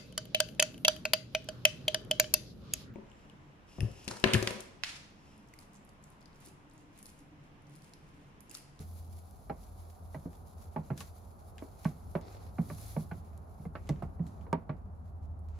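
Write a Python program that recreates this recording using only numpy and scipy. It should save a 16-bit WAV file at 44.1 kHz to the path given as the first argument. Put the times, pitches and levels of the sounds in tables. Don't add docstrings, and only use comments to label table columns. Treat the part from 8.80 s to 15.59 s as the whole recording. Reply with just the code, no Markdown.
import sys
import numpy as np
from scipy import signal
from scipy.fft import rfft, irfft
from scipy.io import wavfile

SR = 44100
rng = np.random.default_rng(int(sys.argv[2]) if len(sys.argv) > 2 else 0)


def master_out(mix):
    frames = np.transpose(np.atleast_2d(mix))
    ceiling = np.clip(frames, -1, 1)
    pcm = np.round(ceiling * 32767).astype(np.int16)
    wavfile.write(sys.argv[1], SR, pcm)


N = 299422

# (time [s], boom level [dB], strike level [dB], hardness [dB per octave],
# boom pitch [Hz], time to full weight [s], three modes of the struck spot, leading one first [Hz, Hz, Hz])
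HOOF_STEPS = [(0.002, -48.5, -72, -9.5, 154, .007, 430, 830, 1090),
              (0.697, -45.5, -44.5, -0.5, 161, .013, 803, 443, 1336),
              (1.345, -44.5, -52, 0.7, 144.5, .028, 633, 272.4, 1970),
              (1.455, -44.5, -57.8, -6.4, 171.5, .008, 272, 677, 1230),
              (1.961, -38.5, -44, -1.8, 157, .035, 855, 244, 1168),
              (2.103, -36, -47, -2.5, 137, .018, 1350, 237, 845),
              (2.207, -58, -58, 5, 160, .006, 1113, 459, 833),
              (2.822, -74, -53.5, -3.5, 157, .005, 281, 636, 1134),
              (3.053, -29, -45, 1, 158, .0094, 1124, 267, 1520),
              (3.352, -36, -41.3, .2, 164.6, .011, 582, 374.5, 1116),
              (3.784, -28.5, -47.5, -1.2, 170.8, .015, 257, 732, 2130),
              (3.9, -44.5, -52, .3, 157.5, .03, 1153, 280, 588),
              (4.164, -33, -48.3, -1.3, 155.4, .016, 560, 462, 1143),
              (4.313, -42, -51.5, .5, 166.5, .012, 1497, 250, 667),
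              (4.795, -50, -73, -4, 149, .009, 287, 760, 2160),
              (4.853, -41, -58, -1.4, 160.5, .018, 469, 740, 2090),
              (4.953, -56, -50.5, 3, 157, .0125, 1327, 280, 585),
              (5.092, -30, -45.5, -1.5, 146.6, .019, 322, 568, 2050),
              (5.222, -40, -50, 0, 148, .016, 690, 349, 1270),
              (5.394, -32, -60.5, -6.8, 167, .016, 256, 583, 1930),
              (5.666, -64, -63.5, 0, 164, .007, 467, 940, 1060),
              (5.728, -33.5, -37.5, -0.4, 168.6, .005, 930, 400, 1155),
              (5.893, -37, -46.5, -.6, 146.5, .009, 1142, 250, 623)]
# (pitch [Hz], level [dB], t60 [s])
SHELL_MODES = [(234.6, 4, 0.053), (267.2, -0.5, 0.15), (313, 0.5, 0.091), (381.6, -1, 0.057),
               (472.4, -8.5, 0.098), (528.5, -8, 0.13), (562, -14, 0.12), (641, 3, 0.095),
               (648, -3.5, 0.085), (748, -7, 0.061), (807, 8.5, 0.024), (824, -1.5, 0.07), (925, 0, 0.056),
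               (859, 3.5, 0.038), (1135, 5.5, 0.063), (1190, 3, 0.031), (1405, -11.5, 0.18),
               (1514, 2.5, 0.041), (1643, -1, 0.043), (1804, 2, 0.023), (2030, -9, 0.03),
               (2220, -1.5, 0.038), (2330, -2, 0.025), (2540, 1, 0.016), (2820, 12, 0.013),
               (3350, -10, 0.017), (4120, 5, 0.018), (4870, -15, .018), (5700, -10, .015)]
# (low edge [Hz], high edge [Hz], level added to the strike [dB],
# left minus right [dB], lag of the left side [s], contact time [s], t60 of the dense wall ringing [s],
# its level against the modes [dB], t60 of the pen's echo [s], its level before ECHO_GAIN [dB])
SHELL_REGISTERS = [(224, 494, -0.5, 1, 0.00026, 0.0023, 0.12, -7, 0.42, -17),
                   (480, 1050, -0.5, -6.5, .00015, 0.00052, 0.13, -7.5, 0.36, -29),
                   (1100, 2360, -7.4, -3.5, 0, 0.00025, 0.082, -8.5, 0.34, -19.5),
                   (2560, 4970, -25, 1.5, 0.0017, 0.00026, 0.042, -6.5, 0.11, -3.5)]
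# (time [s], level [dB])
SCRAPE_LEVEL = [(0, -110), (3.38, -100), (3.42, -55), (3.5, -58.5), (3.61, -61), (3.7, -59), (3.77, -100),
                (6.79, -110)]
# (frequency [Hz], relative level [dB per Hz])
SCRAPE_COLOUR = [(260, 3), (450, 7), (800, 2), (1300, -13.5), (2200, -14), (3100, -18.5), (4300, -13),
                 (5600, -17.5), (7500, -38)]
# (time [s], level [dB], thinness, moved from crunch to sizzle [dB],
# base decay time, stretched in snaps() [s])
STALK_SNAPS = [(0.51, -79, 15, .006), (1.399, -84, 0, .008), (1.53, -75.5, -1, 0.051), (2.177, -58, 4, .03),
               (2.205, -54.5, 0.5, 0.039), (2.781, -65.5, -6.5, 0.045), (3.046, -62, -0.5, 0.022),
               (3.412, -72, 2, .016), (4.577, -78.5, 14, 0.0073), (5.072, -73, -3, 0.044),
               (5.091, -55.5, -0.5, 0.025), (5.16, -83, -8, .015), (5.225, -75.5, 8, 0.053),
               (5.467, -69.5, 2.5, 0.076), (5.611, -79.5, -5, 0.064), (5.729, -59, 0, .008),
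               (5.968, -87, 2, 0.043), (6.592, -91, 16, 0.028), (6.686, -78, 2, 0.085)]
# (frequency [Hz], relative level [dB per Hz])
CRUNCH_COLOUR = [(1200, 0), (1700, -9), (2300, -4.5), (3000, -11.5), (3800, -19.5)]
# (frequency [Hz], relative level [dB per Hz])
SWISH_COLOUR = [(2800, -10.5), (3400, -3.5), (4200, 0.5), (5300, -2), (6600, -1), (7700, -2.5), (8500, -17)]
# (frequency [Hz], relative level [dB per Hz])
HISS_COLOUR = [(7500, -25), (8500, -14), (9400, 0.5), (11000, 2.5), (12200, 1.5), (12900, -15),
               (13600, -10), (14400, -14.5), (15100, -2), (15800, -18)]
# (time [s], level [dB])
STIRRING_LEVEL = [(0, -80.5), (1.5, -78.5), (4.3, -80.5), (4.9, -86.5), (5.7, -91.5), (6.05, -96),
                  (6.79, -95)]
# (middle [s], width at half height [s], level [dB],
# coarseness, moved from hiss to crunch [dB])
STRAW_SHUFFLES = [(.01, 0.095, -69, 3.5), (0.143, 0.17, -73, -1), (0.344, 0.16, -72.5, -0.5),
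                  (0.837, 0.14, -76, 1), (1, .1, -75, 1), (1.29, 0.14, -78, -1), (2.047, 0.27, -78.5, 6),
                  (2.205, 0.062, -62, 2.5), (2.276, 0.058, -69, 2.5), (2.692, 0.062, -75.5, -1.5),
                  (2.863, 0.14, -77, 1), (3.06, 0.19, -70.5, 2.5), (3.35, 0.1, -77.5, -2),
                  (3.527, 0.18, -71.5, 6), (4.05, 0.38, -66, 0), (4.46, 0.29, -86.5, 11.5),
                  (4.826, 0.086, -80, 0), (5.145, 0.23, -79.5, 10.5), (5.53, 0.18, -79.5, 4),
                  (6.277, 0.059, -84.5, 4), (6.44, 0.043, -84, 6), (6.78, 0.1, -78.5, 12)]
# (time [s], firing rate [Hz], level [dB])
PULLING_ENGINE = [(0, 84, -49), (.35, 84, -50), (.5, 82, -58), (.85, 84.5, -52), (2.7, 93, -60),
                  (3.4, 98, -56), (4.2, 104.5, -49), (4.45, 93, -54), (5.8, 96, -58), (6.35, 90, -50),
                  (6.79, 90, -51)]
# (time [s], firing rate [Hz], level [dB])
CRUISING_ENGINE = [(0, 85.5, -60), (1.2, 82, -54), (3, 79.7, -55), (5, 78, -52), (6.79, 77.6, -48)]
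# (time [s], pitch [Hz], level [dB])
DEEP_DRONE = [(0, 47, -61.5), (4.8, 47.7, -64), (5.2, 45.6, -48.5), (5.55, 46.7, -71), (5.9, 46.67, -58.5),
              (6.79, 46, -52)]
# (frequency [Hz], relative level [dB per Hz])
TYRE_COLOUR = [(200, -5.5), (280, -8), (400, -1), (490, -5.5), (720, -0.5), (950, -7.5), (1300, -12.5),
               (1750, -25.5), (3100, -41.5)]
# (time [s], level [dB])
TYRE_LEVEL = [(0, -65), (1, -61.5), (2.2, -62.5), (3.2, -61.5), (4.5, -61.5), (5.7, -60.5), (6.3, -64),
              (6.79, -64)]
# (frequency [Hz], relative level [dB per Hz])
RUMBLE_COLOUR = [(20, -13.5), (32, -13.5), (41, -10), (55, 2), (75, 5), (100, 0), (125, -6.5), (200, -7),
                 (260, -13), (330, -23)]
# (time [s], level [dB])
RUMBLE_LEVEL = [(0, -54), (2.6, -55.5), (4, -52), (5.3, -49), (6.79, -52.5)]
# (frequency [Hz], relative level [dB per Hz])
MIC_COLOUR = [(2500, 9), (6000, 7), (9000, 3), (12200, -16), (13000, -9)]
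# (frequency [Hz], likeness [1 = the same])
LEFT_RIGHT_LIKENESS = [(40, 0.54), (100, 0.71), (290, 0.66), (640, 0.12), (1400, -0.27), (3100, 0.42),
                       (7000, 0.19), (15000, -0.019)]

HIT_S = 0.5
STEP_WINDOW_S, SNAP_WINDOW_S = 0.05, 0.03
RING_CYCLES = 73
KNOCK_HZ = 696
LEAD_DB = 3.5
ECHO_GAIN = 1.87
SNAP_CRUNCH_DB, SNAP_SIZZLE_DB, SNAP_PAN_DB = -1, -7, 3
CRUNCH_DB, HISS_DB = -5, 3
SURGE_DB, SURGE_RATE_HZ = 2.1, 9.5
CUTOFF_HZ = 15900


def boom(t, hz, weight_s, t60, overtone, overtone_db):
    loading = np.sin(np.pi / 2 * np.minimum(t / weight_s, 1)) ** 2
    swell = loading * fade(np.maximum(t - weight_s, 0), t60)
    phase = 2 * np.pi * hz * (t - weight_s)
    return swell * (np.sin(phase) + from_db(overtone_db) * np.sin(overtone * phase))


def wall_modes(t, low_hz, high_hz, favoured_hz, longest_t60, favour_db, lead_db, scatter_db):
    favoured = []
    for f in favoured_hz:
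        level_db = favour_db + lead_db * (f == favoured_hz[0])
        favoured.append((f, level_db, min(longest_t60, RING_CYCLES / f)))
    hz, db, t60 = np.transpose(SHELL_MODES + favoured)
    height = from_db(db + scatter_db * rng.standard_normal(len(hz))) * rng.choice([-1, 1], len(hz))
    shell_count = len(SHELL_MODES)
    distance = np.abs(np.log(hz[:shell_count, None] / favoured_hz)).min(axis=1)
    height[:shell_count] *= distance > 0.02
    inside = (hz >= low_hz) & (hz <= high_hz)
    each_ring = np.sin(2 * np.pi * hz[inside, None] * t) * fade(t, t60[inside, None])
    return band(height[inside] @ each_ring, 0.57 * low_hz, 1.19 * high_hz)


def hollow_boom(t, boom_hz, weight_s):
    hollow = boom(t, boom_hz, weight_s, t60=0.12, overtone=1.35, overtone_db=-10.5)
    echo = band(rng.standard_normal(len(t)), 124, 218) * fade(t, 0.37)
    both = early_one(hollow, STEP_WINDOW_S) + from_db(-10.5) * early_one(echo, STEP_WINDOW_S)
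    return place(both, -2.6, 0)


def shell_strike(t, wall_hz, register):
    low_hz, high_hz, _, side_db, lag_s, contact_s, dense_t60, dense_db, echo_t60, echo_db = register
    modes = wall_modes(t, low_hz, high_hz, wall_hz,
                       longest_t60=0.087, favour_db=10.0, lead_db=3, scatter_db=2.5)
    dense = band(rng.standard_normal(len(t)) * fade(t, dense_t60), low_hz, high_hz, order=3)
    ringing = early_one(modes, STEP_WINDOW_S) + from_db(dense_db) * early_one(dense, STEP_WINDOW_S)
    direct = ringing * (1 - np.exp(-t / contact_s))
    scatter = from_db(-6.0) * fade(t, dense_t60) + from_db(echo_db) * fade(t, echo_t60)
    echo = rms_one(band(rng.standard_normal((2, len(t))), low_hz, high_hz, order=3))
    echo = echo * scatter * (1 - fade(t, 0.041))
    return place(early_one(direct, STEP_WINDOW_S), side_db, lag_s) + ECHO_GAIN * echo


def hooves():
    out, t = np.zeros((2, N)), np.arange(int(HIT_S * SR)) / SR
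    for s, boom_db, strike_db, hardness, boom_hz, weight_s, *wall_hz in HOOF_STEPS:
        add(out, from_db(boom_db) * hollow_boom(t, boom_hz, weight_s), s)
        for register in SHELL_REGISTERS:
            low_hz, high_hz, register_db = register[:3]
            octaves = np.log2(np.sqrt(low_hz * high_hz) / KNOCK_HZ)
            level_db = strike_db + register_db + hardness * octaves
            level_db += LEAD_DB * (low_hz <= wall_hz[0] <= high_hz)
            add(out, from_db(level_db) * shell_strike(t, wall_hz, register), s)
    return out


def scrape():
    slips = np.hypot(0.7, 0.7 * crackle(per_s=130, spread_db=3, t60=0.03))
    grit = noise(SCRAPE_COLOUR, grain_db=3.0)
    return from_db(in_time(SCRAPE_LEVEL)[0]) * slips * grit * panned(-0.65)


def snaps():
    out, t = np.zeros((2, N)), np.arange(int(HIT_S * SR)) / SR
    for s, db, thin_db, t60 in STALK_SNAPS:
        sizes = from_db(3 * rng.exponential(1, len(t)).clip(0, 4))
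        fibres = rng.standard_normal((3, len(t))) * sizes
        decay = fade(t, 0.0042) + from_db(-18.5) * fade(t, 2.4 * t60)
        direct = fibres[0] * decay * (1 - np.exp(-t / 0.00011))
        around = from_db(-15.0) * fibres[1:] * fade(t, 3 * t60)
        crack = place(direct, SNAP_PAN_DB, 0) + around
        parts = [(SNAP_CRUNCH_DB - thin_db, 1500, 3300),
                 (0, 3600, 7600),
                 (SNAP_SIZZLE_DB + thin_db, 8800, 12600)]
        for part_db, low_hz, high_hz in parts:
            part = early_one(band(crack, low_hz, high_hz, order=3), SNAP_WINDOW_S)
            add(out, from_db(db + part_db) * part, s)
    return out


def rubbing(thickness):
    t, power = np.arange(N) / SR, from_db(in_time(STIRRING_LEVEL)[0]) ** 2
    for s, length_s, db, coarse_db in STRAW_SHUFFLES:
        swell = 0.5 ** np.minimum((2 * (t - s) / length_s) ** 2, 20)
        power = power + (from_db(db + thickness * coarse_db) * swell) ** 2
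    return 10 * np.log10(power)


def straw():
    crunch_db = CRUNCH_DB + rubbing(0.93)
    swish_db = rubbing(0)
    hiss_db = HISS_DB + rubbing(-1.07)
    surge_db = SURGE_DB * drift(SURGE_RATE_HZ)
    breaks = crackle(per_s=100, spread_db=4, t60=0.028)
    crunch = noise(CRUNCH_COLOUR, grain_db=1.5) * np.hypot(0.9, 0.51 * breaks)
    swish = noise(SWISH_COLOUR, grain_db=0.8) * np.hypot(1.05, 0.51 * breaks)
    hiss = noise(HISS_COLOUR, grain_db=1.34) * np.hypot(1.1, 0.37 * breaks)
    mix = from_db(crunch_db) * crunch + from_db(swish_db) * swish + from_db(hiss_db) * hiss
    return from_db(surge_db) * mix


def engine(rows, waver_db, second_db):
    hz, db = in_time(rows)
    phase = 2 * np.pi * np.cumsum(hz + 0.095 * drift(0.74)) / SR
    tone = np.sin(phase) + from_db(second_db) * np.sin(2 * phase)
    return from_db(db + waver_db * drift(2.5)) * np.sqrt(2) * tone


def traffic():
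    pulling = place(engine(PULLING_ENGINE, waver_db=1.0, second_db=-38.0), -1.0, -0.0011)
    cruising = place(engine(CRUISING_ENGINE, waver_db=2.64, second_db=-24), -1.2, -0.00036)
    drone = engine(DEEP_DRONE, waver_db=-3.0, second_db=-23.5) * panned(-0.71)
    tyres = from_db(in_time(TYRE_LEVEL)[0] + 0.5 * drift(1.1)) * noise(TYRE_COLOUR)
    rumble = from_db(in_time(RUMBLE_LEVEL)[0] + 2.0 * drift(5.7)) * noise(RUMBLE_COLOUR)
    return pulling + cruising + drone + (tyres + rumble) * panned(-0.55)


def noise(spectrum, grain_db=0):
    hz = np.arange(N // 2 + 1) * SR / N
    sizes = from_db(grain_db * np.minimum(rng.exponential(1, N // 32 + 1), 5))
    grainy = rng.standard_normal((2, N)) * np.repeat(sizes, 32)[:N]
    outside = np.maximum(spectrum[0][0] / np.maximum(hz, 1), hz / spectrum[-1][0]).clip(1)
    mid, side = rfft(grainy) * from_db(at_hz(spectrum, hz)) / outside ** 6
    alike = np.clip(at_hz(LEFT_RIGHT_LIKENESS, hz), -0.9, 0.995)
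    mid, side = irfft(mid, N), irfft(side * np.sqrt((1 - alike) / (1 + alike)), N)
    return np.array([mid + side, mid - side]) / mid.std()


def crackle(per_s, spread_db, t60):
    happens = rng.random(N) < per_s / SR
    sizes = from_db(spread_db * rng.exponential(1, N).clip(0, 2.5)) * happens
    return rms_one(signal.lfilter([1], [1, -fade(1 / SR, t60)], sizes + 1e-9))


def drift(rate_hz):
    r = np.exp(-80 * np.pi * rate_hz / SR)
    slow = signal.lfilter([1], [1, -2 * r, r * r], rng.standard_normal(N // 40 + 2002))[2000:]
    return np.interp(np.arange(N) / 40, np.arange(len(slow)), rms_one(slow))


def fade(t, t60):
    return np.exp(-np.log(1000) * t / t60)


def band(x, low_hz, high_hz, order=2):
    edges = [low_hz, min(high_hz, SR / 2 - 500)]
    return signal.sosfilt(signal.butter(order, edges, "band", fs=SR, output="sos"), x)


def from_db(db):
    return 10 ** (np.asarray(db) / 20)


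def rms_one(x):
    return x / np.sqrt(np.mean(x ** 2) + 1e-20)


def early_one(x, span_s):
    return x / np.sqrt(np.mean(x[..., :int(span_s * SR)] ** 2) + 1e-20)


def in_time(rows):
    s, *columns = np.transpose(rows)
    return [np.interp(np.arange(N) / SR, s, c) for c in columns]


def at_hz(points, hz):
    f, value = np.transpose(points)
    return np.interp(np.log(np.maximum(hz, 1)), np.log(f), value)


def panned(pan_db):
    gains = from_db([[pan_db / 2], [-pan_db / 2]])
    return gains / gains.mean()


def place(x, pan_db, lag_s):
    n = np.arange(len(x))
    left = np.interp(n - round(lag_s * SR), n, x, left=0)
    return np.array([left, x]) * panned(pan_db)


def add(out, x, s):
    i = max(int(s * SR), 0)
    out[:, i:i + x.shape[1]] += x[:, :N - i]


def scene():
    return hooves() + scrape() + snaps() + straw() + traffic()


def record(dry):
    with_hiss = dry + from_db(-93.5) * noise(MIC_COLOUR)
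    return signal.sosfilt(signal.ellip(10, 0.1, 80, CUTOFF_HZ, fs=SR, output="sos"), with_hiss)


dry = scene()
out = record(dry)
master_out(out)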